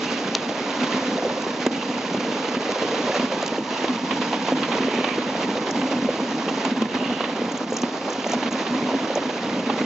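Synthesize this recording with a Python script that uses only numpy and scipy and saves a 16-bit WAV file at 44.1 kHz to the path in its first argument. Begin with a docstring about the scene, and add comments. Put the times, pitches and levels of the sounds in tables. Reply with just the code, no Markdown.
"""A dog team pulls a sled over packed snow, heard from a small cased camera riding among the dogs.
From the start runners hiss, paws crunch and the shaken case drones; hard plastic snaps once.
After a second, jolts begin to knock the case, its mount creaks and bits of ice crack close by.
Paws scuff the crust most thickly from four to five seconds. In the second half they plough
through crusty snow, the case booms more often and the metal clips of the harness lines tick."""
import sys
import numpy as np
from scipy import signal
from scipy.fft import rfft, irfft, next_fast_len
from scipy.io import wavfile
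from scipy.ndimage import uniform_filter1d, map_coordinates

SR = 44100
rng = np.random.default_rng(int(sys.argv[2]) if len(sys.argv) > 2 else 0)


def put_to_file(sound):
    """Save the sound as 16-bit audio at rate SR, in the file named by the first command-line argument."""
    columns = np.atleast_2d(sound).T  # one column per channel
    safe = np.clip(columns, -1, 1)
    whole_steps = np.round(safe * 32767)
    wavfile.write(sys.argv[1], SR, whole_steps.astype(np.int16))


N = 434382

# Levels in the tables are relative: the functions add their own gains.
# likeness of the two microphone ports: frequency_hz, correlation
PORT_LIKENESS = [(450, 1), (540, .95), (840, .98), (1300, .82), (2000, .88), (3100, .62), (4900, .25),
                 (6500, .95), (7600, 1)]
# phase by which the left port leads: frequency_hz, lead_rad
PORT_LEAD = [(0, 0.092), (1030, -0.15), (2410, -0.041), (4820, -1.28), (6030, -0.54), (7410, -1.1),
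             (7750, -0.45)]
# left port over right port: frequency_hz, difference_db
PORT_TILT = [(200, -0.5), (540, -0.7), (840, -2), (1300, -5.5), (2000, -6.5), (3100, -7), (4900, -0.5),
             (7500, 2)]

CASE_HZ, CASE_WIDTH_HZ, CASE_T60_S = 252, 22, .06  # the low ring of the camera case
# spectrum of the case's rumble: frequency_hz, level_db
RUMBLE_SPECTRUM = [(25, -62), (50, -66), (80, -28.5), (125, -21), (170, -12), (225, -3.5), (252, -9),
                   (280, -3), (315, -7), (350, -13.5), (500, -17.5), (900, -65)]
# how hard the case is shaken between heaves: time_s, level_db
CASE_SHAKING = [(0.0, -33), (0.6, -34), (0.95, -30.5), (1.29, -34), (3.7, -35), (4.69, -28), (5.24, -34.5),
                (5.82, -26), (6.4, -32), (7.2, -31.5), (7.95, -36.5), (8.81, -29), (9.16, -33), (9.85, -29)]
# the dog heaves or eases off: middle_s, change_db
DOG_HEAVES = [(.49, 3), (1.14, 5.5), (2.31, 9), (2.47, 3), (2.78, -9), (4.18, 6), (5.66, -9), (6.14, -11),
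              (6.25, 2), (7.54, 4), (9.32, -8)]
# strides set the case booming: middle_s, length_s, level_db, pitch_hz
CASE_BOOMS = [(.831, .055, -15, 248), (.978, .06, -20.5, 259), (3.247, .04, -15, 257),
              (3.825, .04, -20, 264), (3.908, .05, -17.5, 256), (4.84, .1, -25, 263),
              (5.837, .06, -21, 258), (5.942, .045, -16.5, 280), (6.667, .04, -19, 263),
              (6.724, .022, -15, 255), (6.785, .04, -19, 251), (6.832, .09, -17, 225),
              (6.959, .035, -14.5, 249), (7.025, .04, -20, 244), (7.106, .055, -14.5, 244.5),
              (8.358, .04, -18.5, 235), (8.463, .045, -20, 244), (8.734, .035, -22, 250),
              (8.777, .05, -20, 267.5), (8.954, .09, -18.5, 265.6)]
# the mount gives and creaks: middle_s, length_s, level_db, pitch_hz
MOUNT_CREAKS = [(1.189, 0.031, -20.5, 562), (1.232, 0.035, -19, 656), (1.262, 0.051, -17.5, 513),
                (1.309, 0.025, -17.5, 618), (2.693, 0.024, -19, 488), (2.833, 0.067, -19.5, 500),
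                (3.092, 0.059, -18, 532), (3.161, 0.025, -19, 513), (3.331, 0.038, -18.5, 527),
                (3.53, .018, -18.5, 570), (4.755, .03, -19.5, 508), (4.815, 0.058, -19.5, 401),
                (5.576, 0.053, -18, 484), (6.095, 0.046, -20, 522), (8.944, 0.025, -14.5, 517),
                (9.181, 0.029, -13.5, 540)]
# two hollow resonances of the mount: pitch_hz, width_hz, level_db
MOUNT_MODES = [(483, 73, -0.5), (965, 146, -4)]
# their levels as the mount flexes: time_s, lower_db, upper_db
MOUNT_FLEX = [(0.0, -42, -41), (0.58, -41, -44), (0.9, -43, -30), (1.18, -30.5, -38), (1.62, -40.5, -36.5),
              (2.94, -32, -36.5), (3.76, -46, -32), (4.72, -34.5, -31.5), (7.951, -48.5, -42.5),
              (8.75, -48.5, -35.5), (9.85, -36.5, -38)]
# the hardest jolts on the mount: start_s, level_db, pitch_hz, relative_boom_db
JOLTS = [(1.25, -15.5, 496, -2), (1.465, -12, 398, -10), (1.663, -4.5, 354, -0.5), (2.146, -9.5, 336, -6),
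         (2.322, -15, 290, -12), (2.5675, -11, 260, -7), (3.196, -8.5, 280, -5), (3.4275, -16.5, 627, -16),
         (3.5805, -12.5, 446, -10), (3.842, -8, 320, -26), (4.5205, -8.5, 515, 1),
         (4.8825, -10.5, 380, -17), (4.9365, -12.5, 370, -10), (4.983, -10, 386, 1),
         (5.009, -12.5, 397, -13), (5.181, -8.5, 308, -15), (5.3515, -18, 600, -21), (6.088, -11, 482, -12),
         (6.477, -12, 424, -18), (6.818, -13, 394, 4), (7.4165, -12.5, 417, -8), (7.7212, -12.5, 463, -15),
         (7.834, -8.5, 263, -4), (8.264, -15, 580, -19), (8.3335, -13, 690, -13), (9.1015, -13.5, 527, -21),
         (9.158, -10, 508, -18), (9.699, -18, 830, -16), (9.812, -9.5, 287, 0)]
# spectrum of the mount's rattle: frequency_hz, level_db
RATTLE_SPECTRUM = [(200, -14), (550, 12), (1000, 2.5), (3000, -3.5), (7000, -28)]
# a snap of plastic and its rebound: start_s, level_db
PLASTIC_HITS = [(0.3507, 1), (0.3523, -6)]
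# modes of the plastic: pitch_hz, level_db, t60_s
PLASTIC_MODES = [(980, -15.5, 0.016), (1780, -13, 0.0048), (2640, -12, 0.0068), (3500, -3, .004),
                 (4000, -9, 0.0067), (4620, -3, 0.0041), (5730, -10, 0.0063), (6420, -5, 0.0035)]

# bright band of the clips and the cracking ice: frequency_hz, level_db
BRIGHT_SPECTRUM = [(1200, -20), (2600, 0), (7000, 0), (7400, -5), (7900, -16)]
# harness clips ticking: start_s, level_db, pitch_hz
CLIP_TICKS = [(5.7076, -18.5, 5670), (7.517, -25.5, 6900), (7.574, -24.5, 6600), (7.7025, -28, 6760),
              (7.7083, -33, 6900), (7.729, -27, 6800), (7.7396, -26, 7000), (7.766, -13, 5870),
              (7.7845, -24, 5960), (7.817, -18.5, 6000), (8.101, -22.5, 6140), (8.129, -24, 6300),
              (8.269, -21, 6400), (8.295, -24, 6200), (8.316, -20, 6300), (8.333, -22, 6440),
              (8.51, -28, 6500), (8.525, -24, 6640), (9.152, -19.5, 6070)]
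# ice cracking close by: start_s, level_db
ICE_CRACKS = [(1.421, -26), (1.6646, -21.5), (2.72, -24), (3.4272, -26.5), (3.4625, -22.5), (3.4788, -23.5),
              (6.651, -24), (6.821, -29)]

# the changing snow along the trail: time_s, crunch_db, scrape_db, spray_db
TRAIL_LEVELS = [(0.0, -32, -32, -41.5), (0.49, -30.5, -35, -45), (0.93, -30, -30.5, -41.5),
                (1.18, -30.5, -35, -43.5), (1.64, -33.5, -36, -45), (3.12, -28, -31, -41.5),
                (3.51, -31.5, -35, -44.5), (4.39, -35, -34.5, -44), (4.94, -30, -32, -44),
                (5.21, -33, -34.5, -45.5), (5.68, -28.5, -34.5, -44.5), (6.01, -32.5, -35.5, -46),
                (6.53, -30.5, -35, -44), (6.75, -32.5, -36, -48), (7.27, -30.5, -35, -47.5),
                (7.71, -32.5, -39, -47), (8.47, -30.5, -34.5, -44.5), (9.85, -31, -35, -46.5)]
# brief dips in the hiss of the snow: middle_s, length_s, change_db
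HISS_DIPS = [(1.695, 0.075, -4), (2.587, 0.064, -6), (3.28, 0.065, -4), (3.63, 0.17, -4), (4.0, 0.11, -1.5),
             (4.545, 0.026, -8), (6.74, 0.064, -4.5), (6.875, 0.12, -3), (7.66, 0.042, -7),
             (8.502, 0.031, -9), (9.62, 0.047, -3.5)]
# runners bite into firmer snow: middle_s, length_s, boost_db
RUNNER_BITES = [(.13, 0.085, 3), (.86, 0.25, 1), (1.635, 0.093, 4), (3.17, 0.11, 3.5), (3.8, 0.37, 2),
                (4.25, 0.26, 2), (4.48, 0.088, 3), (4.77, 0.083, 3.5), (5.41, 0.12, 3), (5.92, 0.05, 5.5),
                (6.66, 0.35, 3), (6.95, 0.042, 5), (8.32, 0.083, 4.5), (8.6, 0.087, 2.5),
                (9.79, 0.053, 3.5)]
# runners sing on hard snow: middle_s, length_s, level_db, pitch_hz
RUNNER_SQUEALS = [(.11, 0.15, -40, 2700), (1.791, 0.18, -41, 2800), (3.753, .11, -40, 2670),
                  (5.014, 0.54, -44, 2940), (5.043, 0.36, -37.5, 2344), (7.09, 0.48, -37.5, 2825)]
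# spectrum of flying powder: frequency_hz, level_db
SPRAY_SPECTRUM = [(2500, -34), (4000, 2), (4800, 7), (6600, 3), (7200, -1.5), (7700, -21.5), (8200, -38)]
# spectrum of scraped snow: frequency_hz, level_db
SCRAPE_SPECTRUM = [(100, -43), (600, -30.5), (1100, 2), (1450, 3), (2100, 3), (2900, 2), (3400, -0.5),
                   (3900, -0.5), (4600, -7.5), (7000, -41.5)]
# spectrum of snow under the paws: frequency_hz, level_db
CRUNCH_SPECTRUM = [(60, -58.5), (150, -49), (300, -2.5), (490, 1), (620, 0), (790, -2.5), (1000, -4.5),
                   (1250, -9), (1700, -22.5), (3500, -59)]
# a paw ploughs through crusty snow: middle_s, boost_db
PAW_PLOUGHS = [(5.93, 2.5), (6.2, 4), (7.02, 5), (8.09, 6), (8.9, 5.5)]
# paws scuff hard snow close by: start_s, level_db, relative_grit_db, t60_s
PAW_SCUFFS = [(2.425, -22.5, -13, 0.19), (2.546, -26.5, -8, .08), (2.9, -22, -16, 0.032),
              (3.878, -17, -14.5, 0.057), (4.106, -14.5, -13.5, 0.13), (4.212, -13, -18.5, 0.09),
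              (4.326, -13, -20, 0.13), (4.411, -22, -7, 0.02), (4.482, -13.5, -25, 0.18),
              (4.581, -19.5, -10, .04), (4.629, -26, 1, 0.11), (4.714, -16, -11.5, 0.14),
              (4.83, -25.5, -6, 0.027), (5.039, -12.5, -12, 0.05), (5.085, -16.5, -9, 0.047),
              (5.813, -20, -8.5, 0.045), (6.482, -15, -23, 0.083), (6.648, -13, -21, 0.097),
              (6.816, -12, -22, 0.036), (7.205, -16, -13, 0.036), (7.237, -24, -4.5, 0.082),
              (7.83, -15, -19, 0.042), (8.24, -19.5, -9, 0.024), (8.425, -18, -11.5, 0.07),
              (8.458, -20.5, -11, 0.088), (8.552, -23.5, -12, .04), (8.663, -21.5, -10, .08),
              (9.696, -11.5, -17, 0.052)]
# spectrum of a scuff's low crunch: frequency_hz, level_db
SCUFF_SPECTRUM = [(50, -52), (150, -23.5), (300, 1), (550, 5), (1050, 7.5), (1500, -15),
                  (3000, -7), (7000, -43)]


def gain_of(db):
    """Decibels to amplitude."""
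    return 10 ** (np.asarray(db) / 20)


def unit_rms(x):
    """Scales to rms 1."""
    return x / np.sqrt(np.mean(x ** 2) + 1e-20)


def at_hz(points, hz):
    """Reads a table on a log-frequency axis."""
    table_hz, value = np.transpose(points)
    return np.interp(np.log(hz + 1), np.log(table_hz + 1), value)


def over_time(rows):
    """Joins timed rows into one curve a column."""
    time_s, *columns = np.transpose(rows)
    return [np.interp(np.arange(N) / SR, time_s, column) for column in columns]


def add(mix, start_s, sound):
    """Mixes a sound in at start_s."""
    part = mix[..., max(round(start_s * SR), 0):][..., :sound.shape[-1]]
    part += sound[..., :part.shape[-1]]


def swells(rows):
    """Sums smooth rises and dips into a curve in dB."""
    out = np.zeros(N)
    for middle_s, length_s, db in rows:
        add(out, middle_s - length_s / 2, db * np.hanning(round(length_s * SR)))
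    return out


def flutter(rate_hz):
    """A smooth random wobble of rms 1."""
    position = np.arange(0, N, 32) * rate_hz / SR
    wobble = map_coordinates(rng.standard_normal(4000), [position], order=3, mode="wrap")
    return unit_rms(wobble).repeat(32)[:N]


def colour(x, spectrum):
    """Filters by a spectrum in dB."""
    size = next_fast_len(x.shape[-1] + 2048)
    response = gain_of(at_hz(spectrum, np.fft.rfftfreq(size, 1 / SR)))
    return irfft(rfft(x, size) * response, size)[..., :x.shape[-1]]


def ring(hz, t60_s, t):
    """One dying mode."""
    return np.sin(2 * np.pi * hz * t) * gain_of(-60 * t / t60_s)


def resonate(x, hz, width_hz):
    """A resonance that follows the pitch curve hz."""
    carrier = np.exp(2j * np.pi * np.cumsum(hz) / SR)
    return (carrier * signal.lfilter(*signal.butter(2, width_hz / 2, fs=SR), x / carrier)).real


def grains(per_s, spread_db, share):
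    """Sparse clicks of uneven size carry a share of the power; the rest is a wash of tiny ones."""
    sizes = gain_of(spread_db * np.minimum(rng.exponential(1, N), 4))
    struck = rng.random(N) < per_s / SR
    clicks = unit_rms(sizes * struck * rng.choice([-1, 1], (2, N)))
    return np.sqrt(share) * clicks + np.sqrt(1 - share) * rng.standard_normal((2, N))


def mic_ports(pair):
    """The two microphone ports share the first signal and differ by the second."""
    size = next_fast_len(N + 2048)
    hz = np.fft.rfftfreq(size, 1 / SR)
    mid, side = rfft(pair, size)
    likeness = at_hz(PORT_LIKENESS, hz)
    mid, side = mid * np.sqrt((1 + likeness) / 2), side * np.sqrt((1 - likeness) / 2)
    lean = gain_of(at_hz(PORT_TILT, hz) / 2) * np.exp(.5j * at_hz(PORT_LEAD, hz))
    return irfft([(mid + side) * lean, (mid - side) / lean], size)[:, :N]


def bed(drive, spectrum, level_db):
    """A continuous layer: coloured, spread over the ports and held to a level curve."""
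    sound = mic_ports(colour(drive, spectrum))
    power = uniform_filter1d(sound.mean(0) ** 2, 5000)
    return sound / np.sqrt(abs(power) + 1e-12) * gain_of(level_db)


def case_drone(heave_s=.11, usual_db=-30.5):
    """The running dog shakes the case: a broad rumble, and a narrow ring that blooms at each heave."""
    heaves_db = swells([(middle_s, heave_s, db) for middle_s, db in DOG_HEAVES])
    shake_db = over_time(CASE_SHAKING)[0] + heaves_db + 2.5 * flutter(22)
    jiggle = grains(per_s=70, spread_db=1, share=.56) * gain_of(flutter(75))
    rumble = bed(jiggle, RUMBLE_SPECTRUM, usual_db + .72 * (shake_db - usual_db))
    resonance = [(CASE_HZ * np.exp(widths * CASE_WIDTH_HZ / CASE_HZ), -10 * np.log10(1 + 4 * widths ** 4))
                 for widths in np.linspace(-12, 12, 97)]
    return rumble + bed(grains(per_s=70, spread_db=3, share=.57), resonance, shake_db - 2)


def pushed_tones(rows, gain_db, waver, rough_db, sag=.05):
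    """A resonance pushed unevenly swells and dies, its pitch wavering and sagging as the load eases."""
    out = np.zeros((2, N))
    for middle_s, length_s, db, hz in rows:
        count = round(length_s * SR)
        wobble, judder = unit_rms(uniform_filter1d(rng.standard_normal((2, 8000)), 160))[:, :count]
        pitch_hz = hz * (1 + sag * np.linspace(.5, -.5, count) + waver * wobble)
        roughness = unit_rms(gain_of(rough_db * np.tanh(uniform_filter1d(judder, 40))))
        swell = gain_of(db + gain_db) * np.sin(np.linspace(0, np.pi, count)) * roughness
        add(out[0], middle_s - length_s / 2, swell * np.sin(2 * np.pi * np.cumsum(pitch_hz) / SR))
    return out


def booms_and_creaks():
    """Strides thump the case into smooth booms; its mount gives with rough creaks."""
    booms = pushed_tones(CASE_BOOMS, gain_db=-2, waver=.03, rough_db=1)
    creaks = pushed_tones(MOUNT_CREAKS, gain_db=-3.5, waver=.17, rough_db=7)
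    return mic_ports(booms + creaks)


def case_knocks(knock_t60_s=.026, rattle_t60_s=.061, boom_rise_s=.007):
    """Each jolt knocks the case and sets it booming; the harder it is, the more the mount rattles."""
    out, t = np.zeros((2, N)), np.arange(4000) / SR
    contact = np.sin(np.pi / 2 * np.minimum(t / .002, 1)) ** 2
    usual_db = np.mean([row[1] for row in JOLTS])
    for start_s, db, hz, boom_db in JOLTS:
        force_db = db - usual_db
        rattle = unit_rms(colour(rng.standard_normal(len(t)), RATTLE_SPECTRUM))
        rattle *= gain_of(-17 + .8 * force_db - 60 * t / rattle_t60_s)
        # the strap is stiffest at impact, so the pitch starts high and sags
        turns = hz * np.cumsum(1 + .31 * gain_of(force_db) * np.exp(-t / .0014)) / SR
        # higher knocks radiate better from the small case
        knock = np.sqrt(hz / 280) * gain_of(-60 * t / knock_t60_s) * np.sin(2 * np.pi * turns)
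        boom = gain_of(boom_db + 4) * ring(CASE_HZ, CASE_T60_S, t) * (1 - np.exp(-t / boom_rise_s))
        add(out[0], start_s, gain_of(db + 1) * (knock + rattle + boom) * contact)
    # the deepest part of a jolt is not radiated
    return mic_ports(signal.sosfilt(signal.butter(2, 170, "highpass", fs=SR, output="sos"), out))


def plastic_snap(left_db=1, right_db=-3, rise_s=.00058):
    """Hard plastic snaps once and rebounds, a little left of centre."""
    out, t = np.zeros(N), np.arange(900) / SR
    click = sum((-1) ** k * gain_of(db) * ring(hz, t60_s, t)
                for k, (hz, db, t60_s) in enumerate(PLASTIC_MODES))
    click *= 1 - np.exp(-t / rise_s)
    for start_s, db in PLASTIC_HITS:
        add(out, start_s, gain_of(db) * click / abs(click).max())
    return out * gain_of([[left_db], [right_db]])


def ice_cracks(t60_s=.016):
    """Bits of ice break near the microphone in abrupt, bright bursts."""
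    out, t = np.zeros((2, N)), np.arange(900) / SR
    for start_s, db in ICE_CRACKS:
        burst = unit_rms(colour(rng.standard_normal((2, len(t))), BRIGHT_SPECTRUM))
        add(out, start_s, gain_of(db - 60 * t / t60_s) * burst)
    return mic_ports(out)


def harness_clips(t60_s=.02, rise_s=.0044):
    """A clip strikes its ring: a damped band of high metal tones and a weaker low one."""
    out, t = np.zeros((2, N)), np.arange(1800) / SR
    for start_s, db, hz in CLIP_TICKS:
        bands = [(1800, -25), (2700, -8), (.6 * hz, -22), (.8 * hz, -17),
                 (.95 * hz, 0), (1.12 * hz, -1), (1.4 * hz, -14)]
        chatter = unit_rms(colour(colour(rng.standard_normal((2, len(t))), bands), BRIGHT_SPECTRUM))
        add(out, start_s, gain_of(db + 5 - 60 * t / t60_s) * (1 - np.exp(-t / rise_s)) * chatter)
    return mic_ports(out)


def runner_squeals(width_hz=300, pitch_lift=.03, rasp_db=-5, slip_db=3):
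    """A runner slips unevenly on hard snow, ringing a fuzzy band whose pitch lifts with the pressure."""
    out = np.zeros((2, N))
    for middle_s, length_s, db, hz in RUNNER_SQUEALS:
        count = round(length_s * SR)
        pressure = np.sin(np.linspace(0, np.pi, count))
        slips = gain_of(slip_db * unit_rms(uniform_filter1d(rng.standard_normal(SR), 300)))
        rub = (slips * (rng.standard_normal((2, SR)) + 1j * rng.standard_normal((2, SR))))[:, :count]
        fuzz = signal.lfilter(*signal.butter(2, width_hz / 2, fs=SR), rub)
        turns = np.cumsum(hz * (1 + pitch_lift * (pressure - pressure.mean()))) / SR
        squeal = unit_rms((fuzz * np.exp(2j * np.pi * turns)).real)
        rasp_band = [(hz / 4, -40), (.8 * hz, -3), (hz, 0), (1.5 * hz, -4), (2 * hz, -20)]
        rasp = gain_of(rasp_db) * unit_rms(colour(rub.real, rasp_band))
        add(out, middle_s - length_s / 2, gain_of(db) * pressure * (squeal + rasp))
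    return mic_ports(out)


def powder_spray(level_db, bumps):
    """Flying powder makes a fine, high hiss."""
    crystals = grains(per_s=1200, spread_db=4, share=.24) * gain_of(.98 * bumps)
    return bed(crystals, SPRAY_SPECTRUM, level_db)


def crumbling_crust(level_db, bumps, per_s=1800, cycles=10, spread_db=8, pitches=24):
    """Crust breaks in clumps; each crumb rings for a few cycles at a pitch set by its size."""
    out = np.zeros((2, N))
    clumps = gain_of(4 * flutter(30) + 3.5 * bumps)
    chance = np.cumsum(clumps) / clumps.sum()
    for hz in np.geomspace(900, 4500, pitches):
        t = np.arange(0, cycles / hz, 1 / SR)
        crumb = hz * np.sin(2 * np.pi * hz * t) * np.sin(np.pi * np.sqrt(t * hz / cycles)) ** 2
        for when, side, strength in rng.random((round(per_s * N / SR / pitches), 3)):
            direction = np.array([[np.cos(2 * np.pi * side)], [np.sin(2 * np.pi * side)]])
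            add(out, np.searchsorted(chance, when) / SR, gain_of(spread_db * strength) * direction * crumb)
    return bed(out, SCRAPE_SPECTRUM, level_db)


def runner_scrape(level_db, bumps):
    """Snow crystals break under the runners in a grainy hiss."""
    crystals = grains(per_s=500, spread_db=-1, share=.2) * gain_of(.65 * bumps)
    return bed(crystals, SCRAPE_SPECTRUM, level_db)


def paw_scuffs(crunch_db=-8.5, clump_db=3, hold_s=.0049):
    """A paw close by breaks the crust and presses on; crunch and grit then crumble away in clumps."""
    out, t = np.zeros((2, N)), np.arange(5000) / SR
    attack = np.sin(np.pi / 2 * np.minimum(t / .005, 1)) ** 2
    for start_s, db, grit_db, t60_s in PAW_SCUFFS:
        clumps = np.tanh(unit_rms(uniform_filter1d(rng.standard_normal(len(t)), 70)))
        burst = rng.standard_normal((2, len(t))) * gain_of(clump_db * clumps)
        crunch = gain_of(crunch_db) * unit_rms(colour(burst, SCUFF_SPECTRUM))
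        grit = gain_of(grit_db) * unit_rms(colour(burst, SCRAPE_SPECTRUM))
        envelope = attack * gain_of(db - 60 * np.maximum(t - hold_s, 0) / t60_s)
        add(out, start_s, envelope * (crunch + grit))
    return mic_ports(out)


def paw_crunch(level_db, bumps, dips_db, plough_s=.073):
    """Paws crush the snow and ring the hollow mount, louder where they plough through crust."""
    plough_db = swells([(middle_s, plough_s, db) for middle_s, db in PAW_PLOUGHS])
    crystals = grains(per_s=200, spread_db=1.5, share=.3) * gain_of(1.4 * bumps)
    out = bed(crystals, CRUNCH_SPECTRUM, level_db + plough_db)
    for (hz, width_hz, db), flex_db in zip(MOUNT_MODES, over_time(MOUNT_FLEX)):
        pitch_hz = hz * (1 + .06 * flutter(12))
        hollow = resonate(grains(per_s=55, spread_db=1.5, share=.54), pitch_hz, width_hz)
        out += bed(hollow, CRUNCH_SPECTRUM, flex_db + db + plough_db + dips_db)
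    return out


def team_on_snow(bump_hz=75):
    """Paws, runners, crust and powder, all jogged by the same small bumps of the trail."""
    dips_db, bite_db = swells(HISS_DIPS), swells(RUNNER_BITES)
    crunch_db, scrape_db, spray_db = over_time(TRAIL_LEVELS) + dips_db
    bumps = flutter(bump_hz)
    return (paw_crunch(crunch_db + .77 * bite_db + .07, bumps, dips_db)
            + runner_scrape(scrape_db + bite_db - 2.15, bumps)
            + crumbling_crust(scrape_db + bite_db - 4.5, bumps)
            + powder_spray(spray_db + bite_db + 1, bumps))


def scene():
    """Everything that reaches the microphone among the dogs."""
    return (case_drone() + team_on_snow() + booms_and_creaks() + runner_squeals() + case_knocks()
            + paw_scuffs() + harness_clips() + ice_cracks() + plastic_snap())


def record(dry, threshold_db=-16, recover_db_per_s=100, low_cut_hz=75, high_cut_hz=7750):
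    """The camera's gain control ducks everything after loud peaks; then low cut, clipping, high cut."""
    power = signal.lfilter([1 / 200], [1, 1 / 200 - 1], (dry ** 2).mean(0))
    recovery_db = np.arange(N) * recover_db_per_s / SR
    held_db = np.maximum.accumulate(10 * np.log10(power + 1e-12) + recovery_db) - recovery_db
    duck_db = signal.lfilter([1 / 120], [1, 1 / 120 - 1], np.maximum(held_db - threshold_db, 0))
    low_cut = signal.butter(2, low_cut_hz, "highpass", fs=SR, output="sos")
    high_cut = signal.firwin(401, high_cut_hz, window=("kaiser", 9), fs=SR)
    clipped = np.clip(signal.sosfilt(low_cut, dry / gain_of(duck_db)), -.93, .93)
    return signal.oaconvolve(clipped, high_cut[None], "same", axes=1)


dry = scene()
out = record(dry)
put_to_file(out)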